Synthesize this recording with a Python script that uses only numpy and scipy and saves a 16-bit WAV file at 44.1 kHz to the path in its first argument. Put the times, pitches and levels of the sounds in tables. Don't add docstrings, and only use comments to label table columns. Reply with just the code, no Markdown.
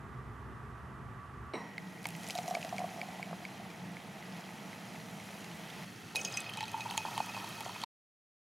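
import sys
import numpy as np
from scipy import signal
from scipy.fft import rfft, irfft, next_fast_len
from scipy.io import wavfile
from scipy.ndimage import uniform_filter1d, map_coordinates

SR = 44100
rng = np.random.default_rng(int(sys.argv[2]) if len(sys.argv) > 2 else 0)


def file_out(sig):
    cols = np.atleast_2d(sig).T
    lim = np.clip(cols, -1, 1)
    pcm = np.round(lim * 32767).astype(np.int16)
    wavfile.write(sys.argv[1], SR, pcm)


N = 378333
TIME = np.arange(N) / SR
RING = np.arange(SR // 8) / SR

STILL, FIRST, SECOND = (0, 1.536), (1.536, 5.85), (5.85, 7.845)
LANDS_FIRST_S, LANDS_SECOND_S = 2.2, 6.15

# start_s [s], slap_db [dB], bubble_hz [Hz], body_db [dB], tick_db [dB]
DROP_IMPACTS = [(2.03, -46, 4500, -56, -39), (2.0428, -36.5, 5000, -38, -40),
                (2.0548, -32.5, 4800, -28.5, -35), (2.069, -34.5, 10850, -42.5, -24.5),
                (2.088, -36, 5170, -36.5, -28), (2.105, -40.5, 6000, -38, -36),
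                (2.151, -39, 4800, -29.5, -44), (2.165, -46, 10500, -52, -35),
                (2.233, -35, 4000, -48, -40.5), (2.2762, -32, 7000, -47.5, -35),
                (2.2872, -32, 5190, -46.5, -27.5), (2.299, -31, 5030, -33.5, -42),
                (2.3067, -25.5, 5030, -30, -37), (2.3112, -44, 10000, -50.5, -37),
                (2.3297, -41.5, 10000, -48, -39), (2.3528, -25, 3870, -40, -29),
                (2.3625, -40, 5000, -48, -36), (2.379, -29, 5200, -34, -33),
                (2.3865, -29, 4020, -29.5, -35.5), (2.46, -37, 4200, -46.5, -43),
                (2.4793, -29.5, 6600, -37.5, -31), (2.486, -37, 6000, -45.5, -33.5),
                (2.501, -31, 5700, -50, -48), (2.5092, -35, 3992, -47, -37), (2.55, -27.5, 4620, -38, -45),
                (2.61, -40, 4300, -37, -48), (2.6278, -35.5, 5050, -29, -42),
                (2.6477, -33.5, 3990, -30, -37.5), (2.782, -32.5, 4720, -41, -43),
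                (3.7035, -41.5, 4400, -52, -52), (5.1995, -41, 4300, -46, -50),
                (5.4442, -38, 4400, -46, -46.5), (5.701, -39, 4400, -38, -50),
                (6.1577, -20, 3880, -28, -27.5), (6.1658, -26, 10700, -48, -25.5),
                (6.2493, -23.5, 6360, -44.5, -32.5), (6.34, -34, 5000, -45, -45),
                (6.368, -39.5, 7930, -47.5, -30.5), (6.3725, -21, 6070, -24, -27.5),
                (6.405, -37.5, 7600, -40, -29.5), (6.536, -32.5, 3080, -37, -40.5),
                (6.5727, -29, 3950, -37, -33), (6.607, -29, 3890, -25.5, -37),
                (6.628, -33.5, 5230, -31, -40), (6.655, -37.5, 4360, -38.5, -42),
                (6.681, -39.5, 3900, -33, -37.5), (6.717, -40, 6500, -43.5, -31),
                (6.807, -33, 3870, -38, -42), (6.9096, -29.5, 3100, -28, -29),
                (6.938, -36.5, 3680, -35.5, -46.5), (6.972, -35, 7500, -40, -39),
                (6.977, -18.5, 6760, -22.5, -24), (7.178, -29.5, 3540, -24.5, -27),
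                (7.2028, -36, 4200, -32.5, -45.5), (7.2612, -43, 6000, -42, -32.5),
                (7.346, -36, 3140, -26.5, -47.5), (7.3655, -35.5, 3200, -37, -46.5),
                (7.376, -37, 3000, -34, -48), (7.443, -44, 9000, -46, -37), (7.490, -45.5, 11000, -52, -33),
                (7.6065, -36.5, 3230, -33, -27), (7.647, -39.5, 7000, -50, -45),
                (7.679, -43, 9000, -45, -36), (7.8165, -30.5, 3390, -48, -56), (7.837, -28, 4200, -31, -54)]
# pitch_hz [Hz], relative_db [dB], t60_s [s]
WALL_MODES = [(2526, 2.5, 0.11), (3057, -2.5, 0.08), (3315, -7, 0.086), (3880, -12, 0.1),
              (5015, -2.5, 0.088), (5373, -12.5, .1), (6260, -2.5, 0.043), (6510, -10, 0.16),
              (7130, -14.5, .1)]


def amp(db):
    return 10 ** (np.asarray(db) / 20)


def unit(x):
    return x / np.sqrt(np.mean(x ** 2) + 1e-20)


def along(points, hz):
    f, v = np.transpose(points)
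    return np.interp(np.log(hz + 1), np.log(f + 1), v)


def filtered(x, response):
    n = x.shape[-1]
    m = next_fast_len(n + SR // 5)
    spectrum = rfft(x, m) * response(np.fft.rfftfreq(m, 1 / SR))
    return irfft(spectrum, m)[..., :n]


def coloured(x, spectrum):
    return unit(filtered(x, lambda hz: amp(along(spectrum, hz))))


def resonate(x, modes):
    def response(f):
        bands = (amp(db) * 1j * f * w / (c * c - f * f + 1j * f * w) for c, w, db in modes)
        return 1 + sum(bands)
    return filtered(x, response)


def add(track, s, sound):
    part = track[round(s * SR):][:len(sound)]
    part += sound[:len(part)]


def shot(span):
    inside = (TIME >= span[0]) & (TIME < span[1])
    return uniform_filter1d(inside * 1., size=384)


def fade(t, t60):
    return amp(-60 * t / np.maximum(t60, .0005))


def swell(s, attack, hold, t60):
    rise = np.clip((TIME - s) / attack, 0, 1)
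    return rise * fade(np.maximum(TIME - s - attack - hold, 0), t60)


def wobble(rate):
    return map_coordinates(rng.standard_normal(1024), [TIME * rate], mode="wrap")


def ping(hz, t60, attack, rise=0):
    life = max(t60, .001)
    pitch = hz * (1 + rise * np.minimum(RING / life, 1))
    phase = np.cumsum(pitch) / SR
    return np.sin(2 * np.pi * phase) * fade(RING, life) * (1 - np.exp(-RING / attack))


def peak_band(x, lo_hz, hi_hz):
    band = signal.sosfilt(signal.butter(2, [lo_hz, hi_hz], "band", fs=SR, output="sos"), x)
    return band / np.abs(band).max()


def crack(lo_hz, hi_hz, t60):
    return peak_band(rng.standard_normal(len(RING)) * fade(RING, t60), lo_hz, hi_hz)


def snap(lo_hz, hi_hz):
    return peak_band((RING == 0) * 1., lo_hz, hi_hz)


def pops(rate, spread_db):
    size = amp(spread_db * np.minimum(rng.exponential(size=N), 4))
    bursts = rng.random(N) < rate / SR
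    return unit(bursts * size * rng.choice([-1, 1], N))


def bowl_pitch(s):
    hz, rise, lands = (710, 20, LANDS_FIRST_S) if s < SECOND[0] else (865, 28, LANDS_SECOND_S)
    return hz + rise * (s - lands)


def fizz(flow, bowl, lands_s, churn_db, foam_db, spray_db, bubble_db, chirp_db, churn_follows):
    # pitch_hz [Hz], relative_db [dB]
    churn_colour = [(150, -25), (330, 5), (520, 0), (700, 8), (950, 1), (1300, 2), (1800, -31.5),
                    (3000, -41)]
    foam_colour = [(700, -24.5), (1400, 2.5), (2100, 2.5), (3200, 0.5), (4300, -3), (6500, -10.5),
                   (8500, -45), (14000, -39.5)]
    spray_colour = [(3000, -7.5), (6500, 3.5), (8500, -1.5), (10700, 0), (13000, -4), (15800, -10.5)]
    s, *columns = np.transpose(flow)
    surge_db = .5 * wobble(rate=11)
    foam, spray = (np.interp(TIME, s, c) + surge_db for c in columns)
    mean_foam = np.mean(columns[0])
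    churn = mean_foam + churn_follows * (foam - mean_foam)
    liquid = amp(churn + churn_db) * coloured(pops(rate=1500, spread_db=1.5), churn_colour)
    head = amp(foam + foam_db) * coloured(pops(rate=5500, spread_db=3.0), foam_colour)
    mist = amp(spray + spray_db) * coloured(pops(rate=13000, spread_db=3.0), spray_colour)
    small = bubbles(foam + bubble_db, count=2500, centre_hz=4200, spread=.45, cycles=6, size_db=3.5)
    large = bubbles(churn + chirp_db, count=420, centre_hz=3500, spread=0.25, cycles=3.5, size_db=2.5)
    return resonate(liquid + head + mist + small + large * (TIME > lands_s), bowl)


def bubbles(level_db, count, centre_hz, spread, cycles, size_db):
    when, pitch, size = rng.uniform(0, N / SR, count), rng.standard_normal(count), rng.standard_normal(count)
    hz = np.clip(centre_hz * np.exp(spread * pitch), 2200, 14000)[:, None]
    t = RING[:SR // 100]
    age = t * hz / cycles
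    gain = amp(size_db * np.clip(size, -2, 2))[:, None]
    tone = np.sin(2 * np.pi * hz * t * (1 + 0.0083 * age))
    waves = gain * tone * np.exp(-age) * (1 - np.exp(-4 * age))
    index = (when * SR).astype(int)[:, None] + np.arange(len(t))
    mixed = np.bincount(index.ravel(), waves.ravel(), N)[:N]
    return amp(level_db) * unit(mixed)


def pockets(s, level_db, rate, attack, hold, t60, spread):
    pitches = bowl_pitch(s + attack + hold / 2) * (1 + spread * np.linspace(-1, 1, 5))
    murmur = 0
    for hz in pitches:
        note = ping(hz, t60=0.038, attack=0.00059)
        murmur = murmur + signal.fftconvolve(pops(rate / len(pitches), spread_db=3.0), note)[:N]
    return amp(level_db) * swell(s, attack, hold, t60) * unit(murmur)


def gulps():
    # start_s [s], level_db [dB, before a common trim], pitch_hz [Hz]
    gulp_rows = [(1.78, -28, 2100), (2.0547, -26.5, 2170), (2.2982, -35, 2260), (2.5509, -25.5, 2280),
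                 (2.7817, -30, 2250), (3.0145, -27.5, 2300), (3.2276, -29, 2260), (3.451, -30, 2240),
                 (3.7015, -43.5, 2350), (3.968, -36.5, 2180), (4.2253, -37, 2080), (4.4897, -42, 2010),
                 (4.7296, -40, 2110), (4.9581, -42.5, 2060), (5.1996, -39, 2200), (5.444, -43.5, 2150)]
    track, mean_db = np.zeros(N), np.mean(gulp_rows, axis=0)[1]
    for s, db, hz in gulp_rows:
        overtone_db = -6.5 + 0.673 * (db - mean_db)
        overtone = amp(overtone_db) * ping(2.074 * hz, t60=0.003, attack=0.00021)
        blip = ping(hz, t60=0.016, attack=0.000083) + overtone
        click = amp(-9.5) * snap(2500, 8000)
        add(track, s + 0.00074, amp(db + 1.5) * (blip + click))
    return track


def plops(twin_db=-17, twin_spread=.06):
    # start_s [s], level_db [dB, before a common trim], t60_s [s], pitch_hz [Hz at onset]
    plop_rows = [(2.0544, -20.5, 0.0039, 790), (2.3536, -31, 0.067, 704.2), (2.3868, -28, 0.05, 711),
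                 (2.4802, -29, 0.041, 707), (2.5099, -26, 0.054, 718), (2.539, -34, 0.045, 716),
                 (2.583, -40, 0.032, 700), (2.6415, -35, 0.027, 716), (2.53, -37.5, 0.055, 720),
                 (2.5492, -26.5, 0.035, 701), (2.569, -27.5, 0.033, 687), (2.6483, -32, 0.037, 665),
                 (2.726, -28.5, 0.034, 716), (2.7426, -34, 0.04, 710), (2.7878, -33.5, 0.062, 720),
                 (2.8031, -29, 0.029, 730), (2.8162, -29.5, 0.064, 727), (2.8419, -26.5, 0.036, 691),
                 (3.0314, -36.5, 0.028, 730), (3.1962, -33, 0.019, 730), (3.3104, -37, 0.023, 740),
                 (3.3295, -22, 0.011, 720), (6.1492, -33.5, 0.018, 858), (6.574, -39.5, 0.091, 880),
                 (6.6063, -33, 0.071, 858), (6.6284, -33.5, 0.068, 874), (6.7422, -26.5, 0.051, 890),
                 (6.7639, -35.5, 0.03, 900), (6.776, -37.5, 0.056, 890), (6.8591, -30, 0.037, 888.5),
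                 (6.9096, -32.5, 0.024, 880), (6.9771, -29.5, 0.061, 877), (7.0514, -21.5, 0.012, 877),
                 (7.0626, -31, 0.012, 910), (7.0835, -29, 0.022, 960), (7.112, -38.5, 0.022, 848),
                 (7.1776, -19.5, 0.015, 880), (7.2032, -18.5, 0.017, 836), (7.3464, -29, 0.014, 834),
                 (7.3662, -25.5, 0.0094, 918), (7.376, -25, 0.01, 980), (7.4424, -32.5, 0.028, 904),
                 (7.58, -41, .05, 902), (7.606, -37, 0.065, 875), (7.6627, -23.5, 0.015, 745),
                 (7.676, -36, 0.021, 775), (7.694, -34, 0.026, 953), (7.7605, -32, 0.024, 976),
                 (7.8365, -22, 0.016, 938)]
    track = np.zeros(N)
    for s, db, t60, hz in plop_rows:
        hollow = ping(hz, t60, attack=0.0012, rise=0.027)
        bowl = amp(-27.0) * ping(bowl_pitch(s), t60=0.15, attack=0.0023)
        rush = amp(-15.5) * crack(690, 1200, t60=0.024)
        add(track, s, amp(db + 2.5) * (hollow + bowl + rush))
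        lag, size = rng.random(2)
        twin = ping(hz * (1 + twin_spread * size), t60=0.033, attack=0.00074)
        add(track, s + .0015 + .004 * lag, amp(db + twin_db) * twin)
    return track


def splashes():
    track = np.zeros(N)
    for s, *drop in DROP_IMPACTS:
        add(track, s, splash(s, *drop))
    return track


def splash(s, slap_db, hz, body_db, tick_db):
    mean_db = np.mean(DROP_IMPACTS, axis=0)[1]
    spatter_db = -16 if s < SECOND[0] else -15.5
    spatter_db = mean_db + spatter_db + 0.9 * (slap_db - mean_db)
    body = amp(body_db - 6.5) * (crack(2050, 3000, t60=0.012) + .5 * ping(2400, t60=0.011, attack=.0002))
    tick = amp(tick_db - 7.0) * crack(7500, 12500, t60=0.0073)
    spatter = amp(spatter_db) * crack(2400, 8000, t60=0.089)
    return amp(slap_db) * slap(s, hz) + body + tick + spatter


def slap(s, hz):
    if s < SECOND[0]:
        contact = amp(-2.5) * snap(2400, 7500) + amp(-7.5) * crack(2900, 6800, t60=0.002)
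        return contact + amp(-3.5) * ping(hz, t60=0.0065, attack=0.00063, rise=.042)
    contact = amp(-6.5) * snap(2400, 9000) + amp(-7.0) * crack(3000, 7500, t60=0.0068)
    return contact + amp(-4.0) * ping(hz, t60=.011, attack=0.00062, rise=0.035)


def shower(s, length, count, slap_db, body_db, tick_db, centre_hz):
    track = np.zeros(N)
    for k, (slip, size, pitch) in enumerate(rng.uniform(-0.65, 1, (count, 3))):
        when = s + length * (k + (1 + slip) / 2) / count
        gain_db, hz = 3 * size, centre_hz * np.exp(.35 * pitch)
        add(track, when, splash(when, slap_db + gain_db, hz, body_db + gain_db, tick_db + gain_db))
    return track


def droplets(cycles=44, lag_s=0.003, twin_db=-4):
    # start_s [s], level_db [dB, before a common trim], pitch_hz [Hz at onset]
    droplet_rows = [(5.7005, -36, 3200), (6.1521, -26, 4300), (6.171, -37.5, 6700), (6.191, -30, 2900),
                    (6.2105, -37, 9400), (6.214, -22.5, 5860), (6.219, -35, 8200), (6.233, -32, 9300),
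                    (6.2445, -37, 9300), (6.246, -31, 5500), (6.25, -19, 6850), (6.253, -29, 2980),
                    (6.271, -33, 6500), (6.281, -35, 13020), (6.3236, -28, 6830), (6.355, -42, 3170),
                    (6.357, -38, 8200), (6.403, -24, 7790), (6.410, -34.5, 3600), (6.44, -42, 2000),
                    (6.493, -29, 3120), (6.4967, -29, 9600), (6.588, -31, 3000), (6.616, -35, 3300),
                    (6.638, -28, 3960), (6.9, -28, 4350), (6.972, -28.5, 4400), (6.977, -25.5, 3120),
                    (7.042, -37, 3300), (7.131, -36, 2450), (7.155, -38, 4400), (7.164, -37, 2980),
                    (7.648, -39, 6200), (7.826, -36, 3270), (7.829, -35, 4200), (7.8364, -34, 3730),
                    (7.8362, -32, 4480)]
    track = np.zeros(N)
    for s, db, hz in droplet_rows:
        add(track, s, amp(db + 0.5) * ping(hz, cycles / hz, attack=0.0008, rise=0.05))
        twin_hz = hz * np.exp(0.14 * rng.standard_normal())
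        twin = ping(twin_hz, cycles / twin_hz, attack=.0006, rise=0.097)
        add(track, s + lag_s * (.5 + rng.random()), amp(db + twin_db) * twin)
    return track


def plunge(s=6.15):
    track, t = np.zeros(N), TIME[:SR]
    splatter_colour = [(1500, -24.5), (3000, -2.0), (6500, -6.5), (9000, -6), (15000, -19.0)]  # Hz, dB
    splatter = coloured(pops(rate=700, spread_db=1.5)[:SR], splatter_colour)
    add(track, s, amp(-51) * splatter * fade(t, t60=0.99))
    gurgle_colour = [(120, -18.0), (330, 0.5), (480, 0.5), (800, 3.5), (1500, -26.5)]  # Hz, dB
    gurgle = coloured(pops(rate=490, spread_db=0.0)[:SR], gurgle_colour)
    add(track, s, amp(-46.0) * gurgle * fade(t, t60=1.4))
    for delay, pitch, size in rng.random(size=(60, 3)):
        droplet = ping(4700 * 2 ** (1.2 * pitch), t60=0.012, attack=0.0003, rise=.07)
        add(track, s + 0.027 + 0.26 * delay, amp(-44.5 - 9 * size) * droplet)
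    return track


def wall_rings(others_db=-13):
    # start_s [s], ring_db [dB, before the mode's own level], favoured_hz [Hz]
    hit_rows = [(6.158, -32.5, 2528), (6.166, -32.5, 2528), (6.249, -30, 6510), (6.34, -35, 5015),
                (6.371, -31, 6260), (6.254, -41.5, 2528), (6.275, -46, 2528), (6.375, -41.5, 2528),
                (6.608, -43, 3057), (7.017, -46, 2528), (7.066, -44, 2528), (7.236, -45.5, 2528),
                (6.464, -40.5, 2528), (6.573, -42, 2528), (6.806, -38, 2528), (6.977, -39, 2528),
                (7.205, -42.5, 2528), (7.29, -42, 2528), (7.348, -43, 2528)]
    track = np.zeros(N)
    for s, ring_db, main_hz in hit_rows:
        main = np.argmin([abs(hz - main_hz) for hz, _, _ in WALL_MODES])
        for k, (hz, db, t60) in enumerate(WALL_MODES):
            offset_db = 0 if k == main else others_db + rng.normal(0, 3.7)
            add(track, s, amp(ring_db + db + offset_db) * ping(hz, t60, attack=0.00033))
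    return track


def wall_shimmer(level_db, rate, octave_db, hold, t60):
    lowest, ring = WALL_MODES[0][0], 0
    for hz, db, life in WALL_MODES:
        mode = signal.fftconvolve(pops(rate, spread_db=3.0), ping(hz, life, attack=.0003))[:N]
        ring = ring + amp(db + octave_db * np.log2(hz / lowest)) * unit(mode)
    return amp(level_db) * unit(ring) * swell(LANDS_SECOND_S, attack=.012, hold=hold, t60=t60)


def patter(s=2.4, t60=3.3):
    track = np.zeros(N)
    tick = crack(3400, 10000, t60=.0008)
    ticks = unit(signal.fftconvolve(pops(rate=300, spread_db=2.0), tick)[:N])
    add(track, s, amp(-65.0) * ticks * fade(TIME, t60))
    return track


def clink(rasp_db=-3):
    # start_s [s], level_db [dB, scales the whole contact], contact_hz [Hz]
    knock_rows = [(1.536, -46, 4030), (1.5536, -46.5, 3900)]
    # pitch_hz [Hz], relative_db [dB], t60_s [s]
    bottle_modes = [(256.5, 1.5, 0.37), (337, 2, .19), (455, 4, 0.15), (625, 3.5, 0.14), (925, -13, 0.26),
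                    (1090, -10, 0.16), (1900, -11, 4.8), (1980, -16, 4), (2225, 0, 0.09), (2900, -9, 0.1),
                    (5620, -13.5, 0.65), (5560, -18, 0.302), (7768, -25, 0.34), (8156, -18, 0.25),
                    (8660, -18, 0.25)]
    # pitch_hz [Hz], relative_db [dB]
    thud_colour = [(88, -32), (150, -9), (860, -4), (939, -0.5), (1620, -15.5), (2140, -7), (3570, -39),
                   (4010, -16), (5000, -52), (6500, -66), (11000, -120)]
    track, t = np.zeros(N), TIME[:SR]
    for s, level_db, contact_hz in knock_rows:
        contact = ping(contact_hz, t60=.065, attack=.0003, rise=-.02)
        contact += amp(rasp_db) * crack(0.96 * contact_hz, 1.08 * contact_hz, t60=.03)
        contact += amp(4.0) * crack(1970, 2900, t60=.04)
        add(track, s, amp(level_db) * contact)
    ring = 0
    for hz, db, t60 in bottle_modes:
        phase = 2 * np.pi * (hz * t + rng.random()) + 0.39 * wobble(rate=70)[:SR]
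        ring = ring + amp(db) * fade(t, t60) * np.sin(phase)
    ring = ring * (1 - np.exp(-t / 0.0013))
    thud = coloured(rng.standard_normal(SR), thud_colour) * fade(t, t60=0.6) * (1 - np.exp(-t / 0.0026))
    thump = crack(250, 480, t60=0.11)
    start_s = knock_rows[0][0]
    add(track, start_s, amp(-36.5) * thump)
    add(track, start_s, amp(-43.5) * ring + amp(-41) * thud)
    return track


def table_echo(x, delay=0.0012):
    # pitch_hz [Hz], relative_db [dB]
    table_colour = [(300, -18.5), (1000, -26.5), (4000, -27.5), (9000, -42.5)]
    echo = filtered(x, lambda hz: amp(along(table_colour, hz)) * np.exp(-2j * np.pi * hz * delay))
    return np.array([echo, -echo]) / np.sqrt(2)


def reverb(x):
    # pitch_hz [Hz], t60_s [s]
    room_decay = [(200, 0.17), (2000, 0.36), (10000, 0.034)]
    hz, t, z = signal.stft(rng.standard_normal((2, SR // 3)), SR, nperseg=256)
    tail = signal.istft(z * fade(t, along(room_decay, hz)[:, None]), SR, nperseg=256)[1]
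    return signal.fftconvolve(x[None], tail / np.linalg.norm(tail[0]), axes=1)[:, :N]


def air(spectrum, side_db):
    mid, side = coloured(rng.standard_normal((2, N)), spectrum)
    return mid + amp(side_db) * np.array([side, -side])


def room_tone():
    # pitch_hz [Hz], relative_db [dB]
    rumble_still = [(15, -53), (25, -46), (48, -20), (61, -3.5), (90, -6), (113, -2), (134, -4.5),
                    (156, -11), (179, -9), (237, -12.5), (262, -10.5), (286, -21), (333, -15), (430, -14.5),
                    (520, -28.5), (680, -64.5), (1140, -120)]
    fan_still = [(280, -46), (480, -18.5), (593, -16), (637, -13.5), (733, -12), (1040, -9.5), (1170, -6),
                 (1440, -12), (1940, -14.5), (2110, -22), (2500, -24), (4280, -36), (12200, -41.5),
                 (12900, -44), (14000, -73.5)]
    hum_first = [(15, -61), (25, -29), (48, -46), (68, -20), (113, -6.5), (134, -5.5), (154, -5.5),
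                 (174, -1), (200, -1.5), (262, -9.5), (300, -9.5), (370, -15), (409, -33.5), (446, -13),
                 (480, -15.5), (620, -57.5), (1060, -120)]
    hum_second = [(15, -63.5), (25, -30.5), (38, -47.5), (54, -25), (90, -8), (113, 5), (145, -1.5),
                  (188, 4.5), (268, -6), (296, -6), (384, -11.5), (446, -11.5), (480, -17.5), (620, -40),
                  (1060, -120)]
    # pitch_hz [Hz], width_hz [Hz], relative_db [dB]
    motor = [(65.8, 5.1, -1), (124.5, 5.3, -0.5)]
    whine = [(1149, 8.9, 7.5), (1270, 74, -15), (1990, 110, -14)]
    duct = [(168.3, 9, 3), (189.2, 6.5, 2), (457.5, 22, -4)]
    rumble_db = -48.2 - 2.5 * np.clip(TIME - .9, 0, 1) + 1.8 * wobble(rate=13.3)
    rumble = amp(rumble_db) * unit(resonate(air(rumble_still, side_db=-14), motor))
    fan = amp(-54.0) * resonate(air(fan_still, side_db=-10.5), whine) * amp([[-1], [1]])
    first_db = -49.0 + 1.0 * wobble(rate=12)
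    first = amp(first_db) * unit(resonate(air(hum_first, side_db=-18.0), duct))
    second = amp(-51.5) * air(hum_second, side_db=-17.5)
    # Hz, dB
    draught_colour = [(150, -15.5), (350, 2.5), (700, 1.0), (1200, -1.5), (2000, 3), (3000, -8.5), (9000, -64.5)]
    draught = amp(-58.5) * air(draught_colour, side_db=-4.0)
    return (rumble + fan) * shot(STILL) + (first + draught) * shot(FIRST) + (second + draught) * shot(SECOND)


def scene():
    # start_s [s], foam_db [dB], spray_db [dB], both before the trims in fizz
    flow_first = [(1.7, -61.5, -69.5), (2.04, -57, -62.5), (2.23, -52, -56.5), (2.41, -52, -57.5),
                  (3.13, -53.5, -62), (3.87, -55, -64), (4.3, -54, -62.5), (4.37, -50, -61),
                  (4.45, -53.5, -62), (5.35, -53, -59.5), (5.69, -51, -60), (5.84, -49.5, -59)]
    flow_second = [(5.87, -55.5, -61.5), (6.184, -53, -63.5), (6.352, -48, -62.5), (6.646, -51, -61.5),
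                   (6.882, -50, -57), (7.13, -48, -54.5), (7.66, -48.5, -57)]
    # pitch_hz [Hz], width_hz [Hz], relative_db [dB]
    bowl_first = [(646, 32, -3), (879, 95, 2), (1960, 170, 0), (2520, 190, -3.5), (3150, 150, -5),
                  (4060, 160, -8), (5050, 200, -10), (5800, 120, -3.5), (6700, 280, -11), (7450, 99, -11),
                  (9020, 100, -10), (9580, 200, -7.5), (10550, 400, -7), (11500, 200, -9),
                  (13300, 200, -11), (14100, 200, -8)]
    bowl_second = [(939, 68, -0.5), (1310, 190, 1), (1840, 67, 4.5), (2650, 54, 4.5), (3200, 180, 1),
                   (3900, 87, -4.5), (4350, 260, -1), (4770, 110, -8), (5600, 65, 2), (6170, 150, -6.5),
                   (6380, 140, -4.5), (7100, 77, -9.5), (8100, 100, -7), (9600, 300, -7.5),
                   (10900, 200, -10.5), (12950, 250, -8.5), (13950, 170, -3.5)]
    # pitch_hz [Hz], left_minus_right_db [dB]
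    lean = [(200, -0.8), (700, -1.5), (1200, -1.3), (2200, -1.5), (4500, 0.2), (8000, -0.2)]
    drops = splashes()
    drops += shower(LANDS_FIRST_S, length=0.63, count=12, slap_db=-37.5, body_db=-43.5, tick_db=-50,
                    centre_hz=4880)
    drops += shower(LANDS_SECOND_S, length=1.0, count=20, slap_db=-46.5, body_db=-40.5, tick_db=-46,
                    centre_hz=3870)
    first = fizz(flow_first, bowl_first, LANDS_FIRST_S, churn_db=-3.0, foam_db=-4.5, spray_db=-1.0,
                 bubble_db=-12.0, chirp_db=-25, churn_follows=0.53)
    first += patter()
    first += pockets(2.17, level_db=-50, rate=90, attack=0.14, hold=0.49, t60=6.1, spread=0.055)
    second = fizz(flow_second, bowl_second, LANDS_SECOND_S, churn_db=-7.0, foam_db=-6, spray_db=-0.5,
                  bubble_db=-12.0, chirp_db=-13.5, churn_follows=1.3)
    second += plunge()
    second += wall_shimmer(level_db=-53, rate=120, octave_db=1.0, hold=0.18, t60=.6)
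    second += wall_shimmer(level_db=-58, rate=39, octave_db=-7.0, hold=1.45, t60=1.5)
    second += pockets(6.48, level_db=-51.0, rate=97, attack=0.1, hold=0.65, t60=3.1, spread=.09)
    impacts = resonate(drops, bowl_first) * shot(FIRST) + resonate(drops, bowl_second) * shot(SECOND)
    impacts += droplets() + wall_rings()
    drink = first * shot(FIRST) + second * shot(SECOND) + impacts + gulps() + plops() + clink()

    def scattering(hz):
        return amp(along([(5000, -0.5), (10000, -10)], hz)) * np.exp(-2j * np.pi * hz * 0.001)
    scatter = amp(-21) * filtered(impacts, scattering) * np.array([[1], [-1]])
    whole = drink + table_echo(drink) + scatter + amp(-32.0) * reverb(drink) + room_tone()
    return filtered(whole, lambda hz: amp(along(lean, hz) * np.array([[.5], [-.5]])))


def record(dry):
    top_hz = 15900
    return filtered(dry * shot((STILL[0], SECOND[1])), lambda hz: hz < top_hz)


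dry = scene()
out = record(dry)
file_out(out)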